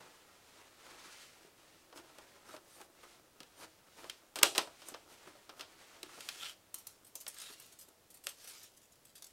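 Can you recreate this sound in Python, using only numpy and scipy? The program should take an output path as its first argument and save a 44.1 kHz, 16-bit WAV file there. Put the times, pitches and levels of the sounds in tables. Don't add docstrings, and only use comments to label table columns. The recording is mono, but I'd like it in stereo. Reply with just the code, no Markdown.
import sys
import numpy as np
from scipy import signal
from scipy.fft import rfft, irfft
from scipy.io import wavfile
from scipy.ndimage import uniform_filter1d

SR = 44100
rng = np.random.default_rng(int(sys.argv[2]) if len(sys.argv) > 2 else 0)


def dump(signal):
    limited = np.clip(np.atleast_2d(signal).T, -1, 1)
    pcm = np.round(limited * 32767).astype(np.int16)
    wavfile.write(sys.argv[1], SR, pcm)


N = 411012
TIME_S = np.arange(N) / SR

# f/Hz, gain/dB
LEFT_FLOOR = [(20, 3), (120, -1.5), (400, -2), (1000, -8), (4000, -15.5), (15000, -16)]
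RIGHT_FLOOR = [(20, -9), (100, -1), (200, -4.5), (500, -2), (1400, -12), (3000, -12), (8000, -14),
               (15000, -17.5)]
# t/s, rise/s, fall/s, level/dB, brightness/dB
SWISHES = [(0, .01, .11, -50, -1), (.02, .1, .35, -56, 1.5), (.2, .3, .5, -58, 3),
           (.72, .18, .22, -52, 2.5), (.92, .22, .27, -51, 6), (1.3, .12, .15, -58.5, 4),
           (.53, .07, .12, -55.5, 0), (1.5, .14, .42, -60, 3), (1.93, 0.2, 0.58, -56, 1.5),
           (2.9, 0.2, 0.13, -58.5, 6), (3.3, 0.27, 0.36, -68.5, 10.5), (3.84, 0.18, 0.25, -63, 11),
           (4.62, 0.21, 0.3, -59, 8), (4.98, 0.21, 0.45, -59.5, 5), (5.45, 0.42, .34, -55, 3),
           (6.03, 0.11, 0.49, -52.5, 5)]
# f/Hz, gain/dB
CLOTH_COLOUR = [(100, -8), (200, -3.5), (320, 2.5), (700, 4), (1400, 1.5), (3000, -4), (6000, -7.5),
                (9000, -11), (15000, -24)]
GRIP_COLOUR = [(120, -24), (220, -10), (330, 6), (450, -7.5), (600, -2), (800, -8), (1050, -7), (1350, -1),
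               (1800, -17), (4000, -19), (15000, -26)]
PULL_COLOUR = [(200, -20), (600, -11), (950, -9.5), (1300, -4.5), (1900, -4.5), (3100, -2.5), (4300, -2.5),
               (6500, -7), (8400, -8.5), (11000, -14.5), (15000, -26)]
# t/s, level/dB
HOLD_CREAK = [(0, -70), (6.4, -66), (6.7, -69.5), (9.32, -79.5)]
# t/s, rise/s, fall/s, level/dB, crackle/dB
RUBS = [(0.83, 0.058, 0.11, -55, -68), (1.947, 0.026, 0.038, -49.5, -54), (2.445, 0.074, 0.067, -50.5, -55),
        (2.63, 0.16, 0.088, -63, -54.5), (3.56, 0.073, 0.033, -52, -51.5), (3.94, 0.065, 0.16, -55, -59),
        (4.849, 0.032, 0.049, -59, -47.5), (5.19, 0.064, 0.12, -58, -70), (5.071, 0.059, 0.037, -57.5, -56),
        (5.559, 0.035, 0.051, -52, -56)]
# f/Hz, gain/dB
STEEL_COLOUR = [(150, -30), (500, -10.5), (2000, -8), (4500, -2), (7000, -1), (8600, -1), (10400, -4.5),
                (13500, -7), (15500, -15.5)]
# t/s, rise/s, fall/s, level/dB
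LEG_SLIDE = (.88, .19, .16, -60)
# t/s, f/Hz
WEAVE_PITCH = [(.93, 830), (1.07, 1130), (1.15, 1950)]
# t/s, level/dB, f/Hz
BUMPS = [(1.056, -47, 368), (1.446, -47.5, 380), (1.988, -43, 343), (2.487, -39.5, 1360),
         (2.799, -42.5, 766), (3.034, -42, 1270), (3.404, -42, 345), (4.917, -40, 362), (5.271, -40, 375),
         (5.35, -44.5, 630), (6.03, -38, 377), (6.089, -44, 1010), (6.131, -42.5, 1315), (6.175, -40, 556),
         (6.431, -45, 1380), (7.156, -52.5, 571), (7.276, -48, 566), (7.498, -45, 335), (7.879, -48.5, 410)]
# t/s, thud/dB, snap/dB, tink/dB, base decay/s
KNOCKS = [(1.927,-47.5,-55.5,-72,0.0045),(1.9752,-49,-49,-55,0.01),(2.185,-46,-53,-55.5,0.0042),(2.54,-44.5,-64,-61,0.012),(2.565,-49,-51,-58,0.004),(2.814,-47,-52.5,-54,0.0024),(3.032,-53,-56,-61,0.013),(3.404,-57,-46.5,-53.5,0.0031),(3.432,-55.5,-52,-58,0.0015),(4.0428,-43,-52,-63,0.0011),(4.098,-57,-38,-44,0.0028),(4.3578,-35.5,-35,-37,0.017),(4.3882,-39,-36,-41.5,0.0049),(4.414,-37,-47,-66,0.0046),(4.4292,-30,-29,-29,0.0012),(4.4315,-23.5,-21,-14,0.00059),(4.4322,-25,-13.5,-19.5,0.0013),(4.55,-39.5,-36,-49,0.005),(4.5576,-33,-35,-39,0.023),(4.58,-26,-22,-25.5,0.0034),(4.592,-35,-34,-50,0.0035),(4.614,-46,-43,-63,0.0028),(4.674,-44,-62,-70,0.002),(4.819,-49,-49.5,-56,0.02),(4.886,-47.5,-62,-40.5,0.0037),(4.941,-56,-44.5,-69,0.0057),(4.946,-39.5,-48,-58,0.001),(5.274,-51.5,-67,-67,0.0018),(5.4934,-45,-50,-58,0.0032),(5.4983,-56,-49.5,-67,0.0036),(5.5956,-46,-43,-52,0.017),(5.6091,-49,-39,-51,0.0046),(6.0307,-51.5,-42.5,-43.5,0.0023),(6.2065,-58,-44,-47.5,0.0037),(6.2888,-49,-33.5,-40.5,0.0027),(7.2658,-49.5,-41,-51,0.0026),(8.2696,-49,-33,-35.5,0.00071)]
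# f/Hz, gain/dB
THUD_COLOUR = [(70, -22.5), (210, -17), (340, -3), (450, -4.5), (590, -2.5), (850, -4.5), (1300, -5),
               (1800, -12.5), (4000, -44)]
SNAP_COLOUR = [(200, -49.5), (600, -25), (1200, -7), (1650, -4), (2900, -0.5), (4200, -0.5), (5200, -1.5),
               (6200, -8), (8000, -30.5)]
TINK_COLOUR = [(3500, -37), (6200, -4), (8500, 4), (10500, -5), (13000, -5), (16000, -17.5)]
# f/Hz, width/Hz, gain/dB
CASE_MODES = [(1360, 130, 4), (2700, 290, 2.5), (3200, 280, -1.5), (5300, 350, -6), (8400, 180, -0.5)]
# t/s, level/dB, f/Hz, decay/s
PINGS = [(2.541, -45, 616, .019), (4.097, -42, 3130, .004), (6.0315, -44, 4020, .0016),
         (4.4316, -14.5, 3000, .0012), (4.436, -31, 578, .012), (4.5795, -31, 3980, .002),
         (4.586, -34, 780, .005), (8.2692, -47, 563, .011)]
# t/s, rise/s, fall/s, level/dB
TUGS = [(6.03, .35, .1, -48.5), (6.23, .072, .086, -54), (6.35, .095, .11, -39), (6.424, .009, .016, -38.5),
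        (7.3, .13, .1, -45.5), (7.43, .055, .1, -44.5), (7.55, .045, .25, -54.5), (8.33, .18, .15, -47),
        (8.55, .074, .1, -54)]
# t/s, f/Hz
RASP_PITCH = [(6.45, 3200), (7.49, 3400), (8.6, 4730)]
# t/s, level/dB, decay/s, ring f/Hz
FLICKS = [(6.7428, -33.5, .0045, 8560), (6.7836, -44.5, .014, 8940), (6.8697, -38, .005, 9400),
          (7.0484, -54, .0068, 8200), (7.066, -52, 0.022, 9660), (7.1543, -36.5, 0.0064, 8100),
          (7.203, -47, .01, 7800), (7.21, -44, 0.011, 9000), (7.2792, -36, .0077, 9800),
          (7.344, -49.5, .005, 7500), (7.385, -45.5, .0025, 8500), (7.4, -44.5, 0.007, 6200),
          (7.4156, -43.5, 0.0088, 6900), (7.534, -53, .0089, 9200), (7.599, -45.5, .0052, 9000),
          (7.624, -53.5, 0.0044, 8400), (7.662, -55, .0045, 8900), (7.724, -51, .01, 6900),
          (7.789, -46, 0.022, 8050), (7.811, -47, 0.016, 7360), (7.888, -55, 0.0038, 7700),
          (8.103, -50.5, 0.016, 6830), (8.142, -49.5, 0.023, 9330), (8.172, -54, .0073, 9600),
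          (8.2385, -46.5, 0.018, 8400), (8.263, -43.5, 0.028, 7350), (8.289, -40.5, .014, 8400),
          (8.444, -48, .0058, 8800), (8.474, -41.5, 0.027, 9400), (8.629, -45, 0.025, 8100),
          (8.775, -55, .005, 9200), (8.9217, -57, .0073, 7160), (9.053, -53, .005, 8400),
          (9.154, -45.5, 0.016, 8400), (9.179, -51.5, .0079, 7740), (9.223, -44, .0054, 8600),
          (9.2431, -45, 0.005, 8100), (9.267, -51, 0.0051, 9000)]
# ratio to ring f, width/Hz, gain/dB
BLADE_MODES = [(1, 1300, 0), (1.45, 1500, -2)]
# t/s, rise/s, fall/s, level/dB
TREMBLE = (8.6, .4, .6, -67)
# f/Hz, T60/s
ROOM_T60 = [(200, 0.36), (530, 0.37), (1400, 0.16), (3700, 0.23), (9700, 0.3), (16000, 0.2)]
# f/Hz, level/dB
ROOM_WET = [(100, -5), (500, -6), (1400, -4.5), (3500, -6), (7000, -11), (15000, -14.5)]


def amp(db):
    return 10 ** (np.asarray(db) / 20)


def unit_rms(x):
    return x / np.sqrt(np.mean(x ** 2) + 1e-20)


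def at_level(x, db):
    return amp(db) * x / np.linalg.norm(x) * np.sqrt(SR / 100)


def power_sum(gains):
    return np.sqrt(sum(gain ** 2 for gain in gains))


def log_interp(points, hz):
    knots_hz, values = np.transpose(points)
    return np.interp(np.log(hz + 1), np.log(knots_hz + 1), values)


def add(mix, start_s, sound):
    part = mix[round(start_s * SR):][:len(sound)]
    part += sound[:len(part)]


def colour(x, spectrum, size=2048):
    log_gain = np.log(amp(log_interp(spectrum, abs(np.fft.fftfreq(size, 1 / SR)))))
    taps = np.fft.ifft(np.exp(np.conj(signal.hilbert(log_gain)))).real
    return signal.oaconvolve(x, taps[:size // 2])[:len(x)]


def resonate(x, hz, width_hz):
    return signal.lfilter(*signal.iirpeak(hz, hz / width_hz, SR), x)


def ring(x, modes, ring_db):
    tones = sum(amp(db) * resonate(x, hz, width_hz) for hz, width_hz, db in modes)
    return x + amp(ring_db) * tones


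def wander(rate_hz):
    t = np.arange(0, TIME_S[-1] + 1, 1 / 400)
    lowpass = np.exp(-(np.fft.rfftfreq(len(t), t[1]) / rate_hz) ** 2)
    slow = irfft(rfft(rng.standard_normal(len(t))) * lowpass, len(t))
    return np.interp(TIME_S, t, unit_rms(slow))


def glide(x, pitch, width_hz, waver):
    hz = np.interp(TIME_S, *np.transpose(pitch)) * (1 + waver * wander(rate_hz=30))
    carrier = np.exp(2j * np.pi * np.cumsum(hz) / SR)
    lowpass = signal.butter(2, width_hz / 2, fs=SR, output="sos")
    return unit_rms((carrier * signal.sosfilt(lowpass, x / carrier)).real)


def stroke(start_s, rise_s, fall_s, db, power=0.94):
    speed = np.interp(TIME_S, [start_s, start_s + rise_s, start_s + rise_s + fall_s], [0, 1, 0])
    return amp(db) * np.sin(np.pi / 2 * speed) ** power


def pulse(size, rise_s, decay_s):
    t = TIME_S[:size]
    return np.minimum(t / rise_s, np.exp((rise_s - t) / decay_s))


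def friction(slips_per_s, spread_db, slip_share, pressure_db, pressure_hz):
    sizes = amp(spread_db * np.minimum(rng.exponential(1, N), 4))
    slips = sizes * rng.choice([-1, 1], N) * (rng.random(N) < slips_per_s / SR)
    drive = np.sqrt(slip_share) * unit_rms(slips) + np.sqrt(1 - slip_share) * rng.standard_normal(N)
    return drive * amp(pressure_db * wander(pressure_hz))


def chatter(decay_s, first_touch, size=4096):
    fade = np.exp(-TIME_S[:size] / decay_s)
    burst = rng.standard_normal(size) * fade
    burst[0] = first_touch * np.linalg.norm(burst)
    spectrum = rfft(burst)
    smooth_power = uniform_filter1d(abs(spectrum) ** 2, 70)
    return irfft(spectrum / np.sqrt(smooth_power + 1e-12)) * fade ** .1


def background(spectrum, db):
    return amp(db) * unit_rms(colour(rng.standard_normal(N), spectrum))


def clothes(gain_db=-1.5, split_hz=1800):
    drive = friction(slips_per_s=1300, spread_db=1.5, slip_share=0.25, pressure_db=1.3, pressure_hz=29)
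    swish = unit_rms(colour(drive, CLOTH_COLOUR))
    dull = signal.sosfiltfilt(signal.butter(2, split_hz, fs=SR, output="sos"), swish)
    moves = [(stroke(*move, power=1.3), amp(bright_db)) for *move, bright_db in SWISHES]
    low_gain = power_sum(gain / tilt for gain, tilt in moves)
    high_gain = power_sum(gain * tilt for gain, tilt in moves)
    return amp(gain_db) * (low_gain * dull + high_gain * (swish - dull))


def gloves(grip_db=-4, nap_db=1):
    grip = friction(slips_per_s=280, spread_db=5.5, slip_share=0.85, pressure_db=2.5, pressure_hz=40)
    nap = friction(slips_per_s=1200, spread_db=2, slip_share=0.43, pressure_db=2, pressure_hz=18)
    slide = power_sum(stroke(*rub) for *rub, _ in RUBS)
    hold = amp(np.interp(TIME_S, *np.transpose(HOLD_CREAK)))
    creak = power_sum([amp(grip_db) * slide, hold]) * unit_rms(colour(grip, GRIP_COLOUR))
    brush = power_sum([amp(nap_db) * slide, hold]) * unit_rms(colour(nap, CLOTH_COLOUR))
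    return creak + brush


def crackle(glove_db=-2, running_db=-51, full_effort_db=-49, shiver_db=-14):
    drive = friction(slips_per_s=600, spread_db=5, slip_share=0.15, pressure_db=0, pressure_hz=58)
    rubbed = power_sum(stroke(*timing, db + glove_db) for *timing, _, db in RUBS)
    running = amp(running_db) * np.tanh(pull_effort() / amp(full_effort_db))
    shiver_power = np.zeros(N)
    for start_s, db, *_ in FLICKS:
        add(shiver_power, start_s, (amp(db) * pulse(SR // 2, rise_s=0.013, decay_s=0.038)) ** 2)
    shiver = amp(shiver_db) * np.sqrt(shiver_power)
    return power_sum([rubbed, running, shiver]) * unit_rms(colour(drive, STEEL_COLOUR))


def trousers():
    return stroke(*LEG_SLIDE) * glide(rng.standard_normal(N), WEAVE_PITCH, width_hz=300, waver=.03)


def bumps(gain_db=-7, puff_db=-4, width_hz=110, size=8192):
    out = np.zeros(N)
    push = pulse(size, rise_s=.005, decay_s=.01)
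    for start_s, db, hz in BUMPS:
        noise = rng.standard_normal(size)
        hollow = unit_rms(resonate(np.tile(noise, 2), hz, width_hz)[size:])
        puff = amp(puff_db) * unit_rms(colour(noise, GRIP_COLOUR))
        add(out, start_s, at_level(push * (hollow + puff), db + gain_db))
    return out


def knocks(thud_trim_db=-1, thud_extra_s=0.0072):
    out = np.zeros(N)
    for start_s, thud_db, snap_db, tink_db, decay_s in KNOCKS:
        hard = chatter(1.2 * decay_s, first_touch=0.56)
        soft = chatter(decay_s + thud_extra_s, first_touch=0.16)
        thud = at_level(colour(soft, THUD_COLOUR), thud_db + thud_trim_db)
        snap = at_level(ring(colour(hard, SNAP_COLOUR), CASE_MODES, ring_db=-8.5), snap_db)
        tink = at_level(colour(hard, TINK_COLOUR), tink_db)
        add(out, start_s, thud + snap + tink)
    return out


def pings():
    out, t = np.zeros(N), TIME_S[:SR // 4]
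    for start_s, db, hz, decay_s in PINGS:
        add(out, start_s, at_level(np.cos(2 * np.pi * hz * t) * np.exp(-t / decay_s), db))
    return out


def pull_effort():
    return power_sum(stroke(*tug, power=1.6) for tug in TUGS)


def blade_pull(gain_db=-5, hard_pull_db=-38, case_db=3, rasp_db=-2):
    drive = friction(slips_per_s=560, spread_db=2, slip_share=0.65, pressure_db=2.2, pressure_hz=75)
    effort = pull_effort()
    force = np.minimum(effort / amp(hard_pull_db), 1)
    ring_db = case_db + 20 * np.log10(force ** 2 + 1e-9)
    scrape = ring(unit_rms(colour(drive, PULL_COLOUR)), CASE_MODES, ring_db)
    rasp = amp(rasp_db) * force ** 1.2 * glide(drive, RASP_PITCH, width_hz=720, waver=.015)
    return amp(gain_db) * effort * (scrape + rasp)


def flicks(first_treble_db=8, dulling_db_per_s=3.2, shelf_hz=(7000, 12200),
           firm_rise_s=.0009, firm_db=-37):
    out = np.zeros(N)
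    for start_s, db, decay_s, hz in FLICKS:
        rise_s = firm_rise_s * amp(firm_db - db)
        burst = chatter(decay_s, first_touch=0.15)
        onset = np.minimum(TIME_S[:len(burst)] / rise_s, 1)
        splash = colour(burst * onset, STEEL_COLOUR)
        treble_db = first_treble_db - dulling_db_per_s * (start_s - FLICKS[0][0])
        splash = colour(splash, [(shelf_hz[0], 0), (shelf_hz[1], treble_db)])
        modes = [(ratio * hz, width_hz, mode_db) for ratio, width_hz, mode_db in BLADE_MODES]
        add(out, start_s - rise_s / 2, at_level(ring(splash, modes, ring_db=-2), db))
    return out


def tremble(ticks_per_s=30, spread_db=-0.5):
    sizes = amp(spread_db * np.minimum(rng.exponential(1, N), 3))
    impulses = sizes * (rng.random(N) < ticks_per_s / SR)
    ticks = signal.oaconvolve(impulses, chatter(decay_s=0.0076, first_touch=0.42))[:N]
    return stroke(*TREMBLE, power=0.54) * unit_rms(colour(ticks, STEEL_COLOUR))


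def flex(x, patch_db):
    frames = dict(fs=SR, nperseg=512, noverlap=384)
    spectra = signal.stft(x, **frames)[2]
    patch_shape = np.outer(np.hanning(7), np.hanning(30))
    patches = unit_rms(signal.oaconvolve(rng.standard_normal(spectra.shape), patch_shape, "same"))
    return signal.istft(spectra * unit_rms(amp(patch_db * patches)), **frames)[1][:N]


def reflections(x, gap_s=0.0035):
    taps = rng.standard_normal(SR // 2)
    taps[:int(gap_s * SR)] = 0
    hz, t, spectra = signal.stft(taps, SR, nperseg=256)
    fade = amp(-60 * t / log_interp(ROOM_T60, hz)[:, None])
    fade *= amp(log_interp(ROOM_WET, hz))[:, None] / np.sqrt(np.mean(fade ** 2, axis=1, keepdims=True))
    tail = signal.istft(spectra * fade, SR, nperseg=256)[1] / np.linalg.norm(taps)
    return signal.oaconvolve(x, tail)[:N]


def room(x):
    shares = [np.cos(2 * np.pi * TIME_S + phase) for phase in (0, np.pi / 2)]
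    return x + sum(reflections(x * share) for share in shares)


def knocks_in_room(directions=3):
    return knocks() + sum(reflections(knocks()) for _ in range(directions)) / np.sqrt(directions)


def scene():
    steel = flex(flicks() + crackle() + tremble(), patch_db=3.5) + flex(blade_pull(), patch_db=2.5)
    handling = knocks_in_room() + pings() + room(clothes() + trousers() + gloves() + bumps() + steel)
    left = background(LEFT_FLOOR, db=-73.5) + amp(-57.5) * handling
    right = background(RIGHT_FLOOR, db=-62) + handling
    return np.array([left, right])


def record(dry):
    cutoff_hz = 15950
    lowpass = signal.firwin(255, cutoff_hz, window=("kaiser", 8), fs=SR)
    return signal.oaconvolve(np.clip(dry, -1, 1), lowpass[None], "same")


dry = scene()
out = record(dry)
dump(out)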